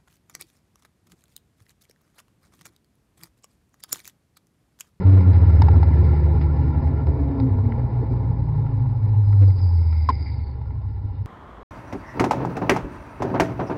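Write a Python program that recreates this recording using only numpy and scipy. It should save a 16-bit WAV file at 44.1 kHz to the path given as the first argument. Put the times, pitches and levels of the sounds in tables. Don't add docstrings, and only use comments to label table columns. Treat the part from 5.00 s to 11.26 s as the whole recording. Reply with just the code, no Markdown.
import sys
import numpy as np
from scipy import signal
from scipy.fft import next_fast_len
from scipy.io import wavfile

SR = 44100
rng = np.random.default_rng(int(sys.argv[2]) if len(sys.argv) > 2 else 0)


def invert_db(x):
    u = np.asarray(x, float) / 20
    return 10 ** u


def to_wav(s):
    ch = np.atleast_2d(s).T
    pcm = np.round(np.clip(ch, -1, 1) * 32767)
    wavfile.write(sys.argv[1], SR, pcm.astype(np.int16))


N = 276056


def column(rows):
    s, *cols = np.transpose(rows)
    return [np.interp(np.arange(N) / SR, s, c) for c in cols]


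def ramp(start, end):
    return np.clip((np.arange(N) / SR - start) / (end - start), 0, 1)


def evened(x):
    return x / np.sqrt(np.mean(x ** 2) + 1e-20)


def wander(per_s):
    b, a = signal.butter(2, per_s, fs=SR)
    return evened(signal.lfilter(b, a, rng.standard_normal(N)))


def resonate(x, hz, width):
    turn = np.exp(2j * np.pi * np.cumsum(hz * np.ones(len(x))) / SR)
    r = np.exp(-np.pi * width * 1.55 / SR)
    smooth = signal.lfilter([(1 - r) ** 2], [1, -2 * r, r * r], x / turn)
    return 2 * (turn * smooth).real


def through(x, modes, patchy_db=0, per_s=8):
    out = 0
    for k, (hz, width, db) in enumerate(modes):
        patches = patchy_db * wander(per_s) if patchy_db else 0
        out = out + (-1) ** k * invert_db(db + patches) * resonate(x, hz, width)
    return out


def tone(hz, modes, rough):
    power = sum(invert_db(2 * db) / (1 + (2 * (hz - mode_hz) / width) ** 4) for mode_hz, width, db in modes)
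    return np.sqrt(2 * power) * (1 + rough * wander(12)) * np.sin(2 * np.pi * np.cumsum(hz) / SR)


def wake():
    return invert_db(-19.5 * (1 - ramp(0.04, 0.055)))


# t/s, crank f/Hz, final gear mesh f/Hz
SPEED = [(0.0, 92.97, 362), (0.12, 95.02, 366), (0.25, 89.93, 375), (0.4, 80.55, 373), (0.6, 76.98, 366),
         (1.2, 74.78, 349), (1.6, 73.4, 330), (2.0, 70.3, 304), (2.4, 66.77, 270), (2.8, 63.16, 221),
         (3.2, 60, 178), (3.4, 57.58, 155), (3.8, 54.18, 131), (4.2, 51.6, 113.5), (4.4, 49.7, 96),
         (4.8, 41.47, 78), (5.2, 36.8, 66), (6.26, 32, 42)]
# f/Hz, width/Hz, level/dB
FIRST_ORDER = [(90.16, 10, -12.5), (79.95, 9, -12.5), (68.9, 2.9, -26.5), (60, 8.9, -30)]
SECOND_ORDER = [(180, 16, -26), (151.7, 21, -27), (135, 4.3, -28.5), (113.5, 11, -24), (102.5, 5, -16.5),
                (97.33, 5, -9.5), (86.5, 7, -16.5), (80.1, 7, -17.5), (71, 8, -31)]
THIRD_ORDER = [(289.2, 20, -26.5), (266, 15, -34.5)]


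def engine():
    hz = column(SPEED)[0]
    odd = tone(hz, FIRST_ORDER, rough=0.061) + tone(3 * hz, THIRD_ORDER, rough=0.075)
    return wake() * odd + tone(2 * hz, SECOND_ORDER, rough=0.12)


# f/Hz, width/Hz, level/dB
SHAFT_ORDER = [(96.3, 6, -15), (80.6, 7.4, -27.5), (81, 8.8, -24)]
MESH_ORDER = [(342.8, 38, -37.5), (269.4, 20, -23.5), (238, 23, -29), (145, 28, -26.5), (120.2, 16, -22.5),
              (89.05, 6, -30.5), (69, 6.4, -38.5), (49.7, 12, -40.5)]
HALF_ORDER = [(154.6, 39, -36.5), (137, 20, -44), (100, 14, -47), (60, 14, -49.5)]
MESH_PER_SHAFT_TURN = 3.84
TEETH, RUNOUT, RUNOUT_TURN = 38, 0.17, 0.3


def drive():
    mesh_hz = column(SPEED)[1]
    shaft = wake() * tone(mesh_hz / MESH_PER_SHAFT_TURN, SHAFT_ORDER, rough=0.3)
    wheel_turns = np.cumsum(mesh_hz) / SR / TEETH
    throb = 1 + RUNOUT * np.cos(2 * np.pi * (wheel_turns + RUNOUT_TURN))
    mesh = throb * tone(mesh_hz, MESH_ORDER, rough=0.28)
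    half = tone(mesh_hz / 2, HALF_ORDER, rough=0.35)
    lower = tone(mesh_hz * 4 / 5, [(260, 20, -39)], rough=0.2)
    upper = tone(mesh_hz * 2, [(261, 21, -40)], rough=0.21)
    return shaft + mesh + half + lower + upper


TOP_MESH_HZ = 366


def shaking_db(surface_db, top_db, fast_db, knee_hz, slow_db, share):
    mesh_hz = column(SPEED)[1]
    above = np.log2(np.maximum(mesh_hz, knee_hz) / TOP_MESH_HZ)
    below = np.log2(np.minimum(mesh_hz / knee_hz, 1))
    return top_db + fast_db * above + slow_db * below + share * surface_db


# t/s, coarseness level/dB that buzzes the housing, waviness level/dB that rocks the frame
SURFACE = [(0.0, 0.5, -3.5), (0.2, -0.5, -4.5), (0.5, -1, -2), (0.75, -0.5, -3.5), (1.0, 0.5, 0),
           (1.25, 0.5, 3.5), (1.5, -1.5, -2), (1.9, 0.5, -2), (2.2, 2.5, -0.5), (2.6, 0, 4.5),
           (3.1, 2, -1.5), (3.4, 0, 0.5), (3.9, -1, -1.5), (4.3, -0.5, -4.5), (4.6, 1.5, 0.5),
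           (4.9, -1.5, -5.5), (5.25, 0, 0), (6.26, 1, 4.5)]
# f/Hz, width/Hz, level/dB
FRAME = [(22, 130, -9), (40.5, 2.9, -1.5), (62, 51, 0.5), (84.2, 3.9, 13.5), (136.4, 8.8, -5)]
FRAME_LOW = [(98.24, 5.7, 0)]
FRAME_HIGH = [(119.1, 8.7, 0)]
# top-speed level/dB, loss per halving/dB, knee mesh f/Hz, loss below knee/dB, surface share/1
RUMBLE_LAW = (-29.5, 1, 113.5, 5.5, 0.3)
LOW_LAW = (-28.5, -2.5, 144, 5.5, 1.4)
HIGH_LAW = (-26.5, -1, 211, 5.5, 0.44)


def frame():
    waviness_db = column(SURFACE)[1]
    shake = rng.standard_normal(N)
    out = 0
    for law, modes in [(RUMBLE_LAW, FRAME), (LOW_LAW, FRAME_LOW), (HIGH_LAW, FRAME_HIGH)]:
        out = out + invert_db(shaking_db(waviness_db, *law)) * evened(through(shake, modes))
    return out


# f/Hz, width/Hz, level/dB
BODY = [(256.4, 50, 2.5), (362, 44, -9), (430, 37.8, -3), (530, 32, -7.5), (676.4, 66, -11)]
BUZZ = [(827, 61, 3.5), (946, 61, -1.5), (1023, 128, -6)]
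WHINE = [(1370, 71, 3), (1723, 91, -5), (2013, 190, -6.5), (2327, 250, -13.5)]
FIZZ = [(2810, 280, 1), (3673, 190, 0), (4060, 300, -3), (4940, 720, -1)]
BODY_LAW = (-33.5, 4.28, 193.5, 7, 1.6)
BUZZ_LAW = (-41, 3, 147.5, 5.5, 0.26)
WHINE_LAW = (-48, 21.5, 283.5, 3.5, 0.5)
FIZZ_LAW = (-61.5, 22.5, 287, 1.5, 0.4)


def road():
    coarseness_db = column(SURFACE)[0]
    bumps_db = 0.24 * wander(3.5) + 2.0 * wander(30)
    shake = rng.standard_normal(N)
    layers = [(BODY_LAW, BODY, 0.9), (BUZZ_LAW, BUZZ, 0.4), (WHINE_LAW, WHINE, 0.44), (FIZZ_LAW, FIZZ, 0.66)]
    out = 0
    for law, modes, bump_share in layers:
        level_db = shaking_db(coarseness_db, *law) + bump_share * bumps_db
        out = out + invert_db(level_db) * evened(through(shake, modes, patchy_db=1.62, per_s=11))
    return out


# t/s, ring level/dB, bright click level/dB above the ring
KNOCKS = [(0.684, -18, -27.5), (0.829, -22, -23), (2.399, -30, -14), (2.794, -34, -36), (3.594, -45, -28),
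          (4.091, -44, -31.5), (4.584, -58.5, -5.5), (5.259, -39.5, -18), (5.816, -45, -23)]
RAPS = [(0.17, -42.5, -16.5), (0.503, -35.5, -21.5), (0.619, -15, -16.5), (2.069, -33, -18),
        (5.614, -39.5, -35.5), (5.706, -40.5, -28)]
TAPS = [(0.943, -38, -21), (1.873, -38.5, -41), (2.721, -34.5, -33.5), (3.664, -42.5, -33.5),
        (4.328, -38.5, -19.5), (4.5025, -43, -5), (4.926, -41, -21), (5.732, -63, -16)]
RATTLES = [(.33, -48, -6.5), (1.04, -54, -1.5), (1.41, -46, -7), (4.42, -51.5, -6), (4.58, -57, -1)]
CLACK = [(5.089, -10, -24)]
REBOUND = [(5.0995, -19, -24)]
# blows, ring f/Hz, length/s, dull click level/dB above the ring
BLOWS = [(KNOCKS, 848, 0.0068, -13.5), (RAPS, 890, 0.0056, -10), (TAPS, 860, 0.0044, 1.5),
         (RATTLES, 830, 0.036, 4.4), (CLACK, 1034, 0.0097, -25), (REBOUND, 920, 0.0095, -10)]
# t/s, level/dB, f/Hz, length/s
THUDS = [
    (2.44, -16, 124.8, 0.088),
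    (2.631, -20.5, 100, .1),
    (3.118, -21, 95.6, 0.0514),
    (4.435, -28.5, 288, 0.018),
    (4.435, -35, 489, 0.022),
    (4.483, -32.5, 304, .013),
    (4.483, -34.5, 493.1, .013),
    (5.102, -25.5, 264.3, 0.014),
    (5.104, -32, 430, 0.015),
    (6.205, -21.5, 98.7, .05),
]


def knocks():
    ring, dull, bright = np.zeros((3, N))
    t = np.arange(6000) / SR
    for blows, hz, length, dull_db in BLOWS:
        held = np.clip(t / 0.0007, 0, 1) / (1 + (t / length) ** 6) * np.sin(2 * np.pi * hz * t)
        click = np.exp(-t / (0.54 * length)) * np.clip(t / (0.092 * length), 0, 1)
        for s, db, bright_db in blows:
            start = round(s * SR)
            span = slice(start, start + len(t))
            burst = rng.standard_normal(len(t)) * click
            ring[span] += invert_db(db) * held
            dull[span] += invert_db(db + dull_db) * burst
            bright[span] += invert_db(db + bright_db) * burst
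    for s, db, hz, length in THUDS:
        soft = np.arange(round(2 * length * SR)) / SR
        at = max(round((s - length) * SR), 0)
        ring[at:at + len(soft)] += invert_db(db) * np.hanning(len(soft)) * np.sin(2 * np.pi * hz * soft)
    dull_click = invert_db(15.5) * through(dull, WHINE + [(1700, 710, -3.5)])
    bright_click = invert_db(13.0) * through(bright, FIZZ[1:] + [(3200, 1200, -11.5)])
    return ring + dull_click + bright_click


# t/s, pad friction level/dB
BRAKE = [
    (4.199, -69),
    (4.5, -58.5),
    (4.55, -64),
    (4.59, -50),
    (4.779, -57.5),
    (5.08, -54),
    (5.3, -54.5),
    (5.52, -65),
    (5.62, -98),
]
# f/Hz, width/Hz, level/dB
PAD = [(2122, 160, 4), (2370, 270, -13.5), (4100, 530, -10)]


def brake():
    hz = 4926 - 420 * ramp(4.9, 5.55) ** 3
    squeal = [(hz - 260, 230, -2), (hz, 200, 0), (hz + 220, 200, -3)]
    rub = rng.standard_normal(N)
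    seated = ramp(4.6, 4.9)
    hiss = through(rub, squeal, patchy_db=4.5, per_s=57)
    hiss = hiss + seated * through(rub, PAD, patchy_db=3.0, per_s=25)
    touch_s = BRAKE[0][0]
    return ramp(touch_s, touch_s + 0.05) * invert_db(column(BRAKE)[0]) * evened(hiss)


def scene():
    return (engine() + drive() + frame() + road() + knocks() + brake())[None]


def low_pass(x):
    return signal.sosfilt(signal.butter(12, 15790, fs=SR, output="sos"), x)


# clock f/Hz, upper level/dB, lower level/dB
MIRRORS = [(3900, -58, -63), (7800, -68, -69), (11700, -71, -72), (15600, -73, -74)]
FAINT_MIRRORS_HZ = [6500, 9100, 10400, 13000, 14300]


def record(dry):
    lowpass = signal.firwin(301, 5350, window=("kaiser", 8), fs=SR)
    dull = signal.oaconvolve(dry, lowpass[None], "same")
    loud = np.clip(dull, -0.4525, 0.4525)
    t = np.arange(N) / SR
    turning = signal.hilbert(loud, next_fast_len(N))[:, :N]
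    mirrors = 0
    for hz, up_db, low_db in MIRRORS:
        sidebands = invert_db(up_db) * turning + invert_db(low_db) * turning.conj()
        mirrors = mirrors + (sidebands * np.exp(2j * np.pi * hz * t)).real
    faint = invert_db(-80.5) * loud * sum(np.cos(2 * np.pi * hz * t) for hz in FAINT_MIRRORS_HZ)
    haze = invert_db(-98) + invert_db(-72) * abs(turning) ** 2
    offset = 0.0004
    return low_pass(loud + mirrors + faint + haze * rng.standard_normal(N) + offset)


dry = scene()
out = record(dry)
to_wav(out)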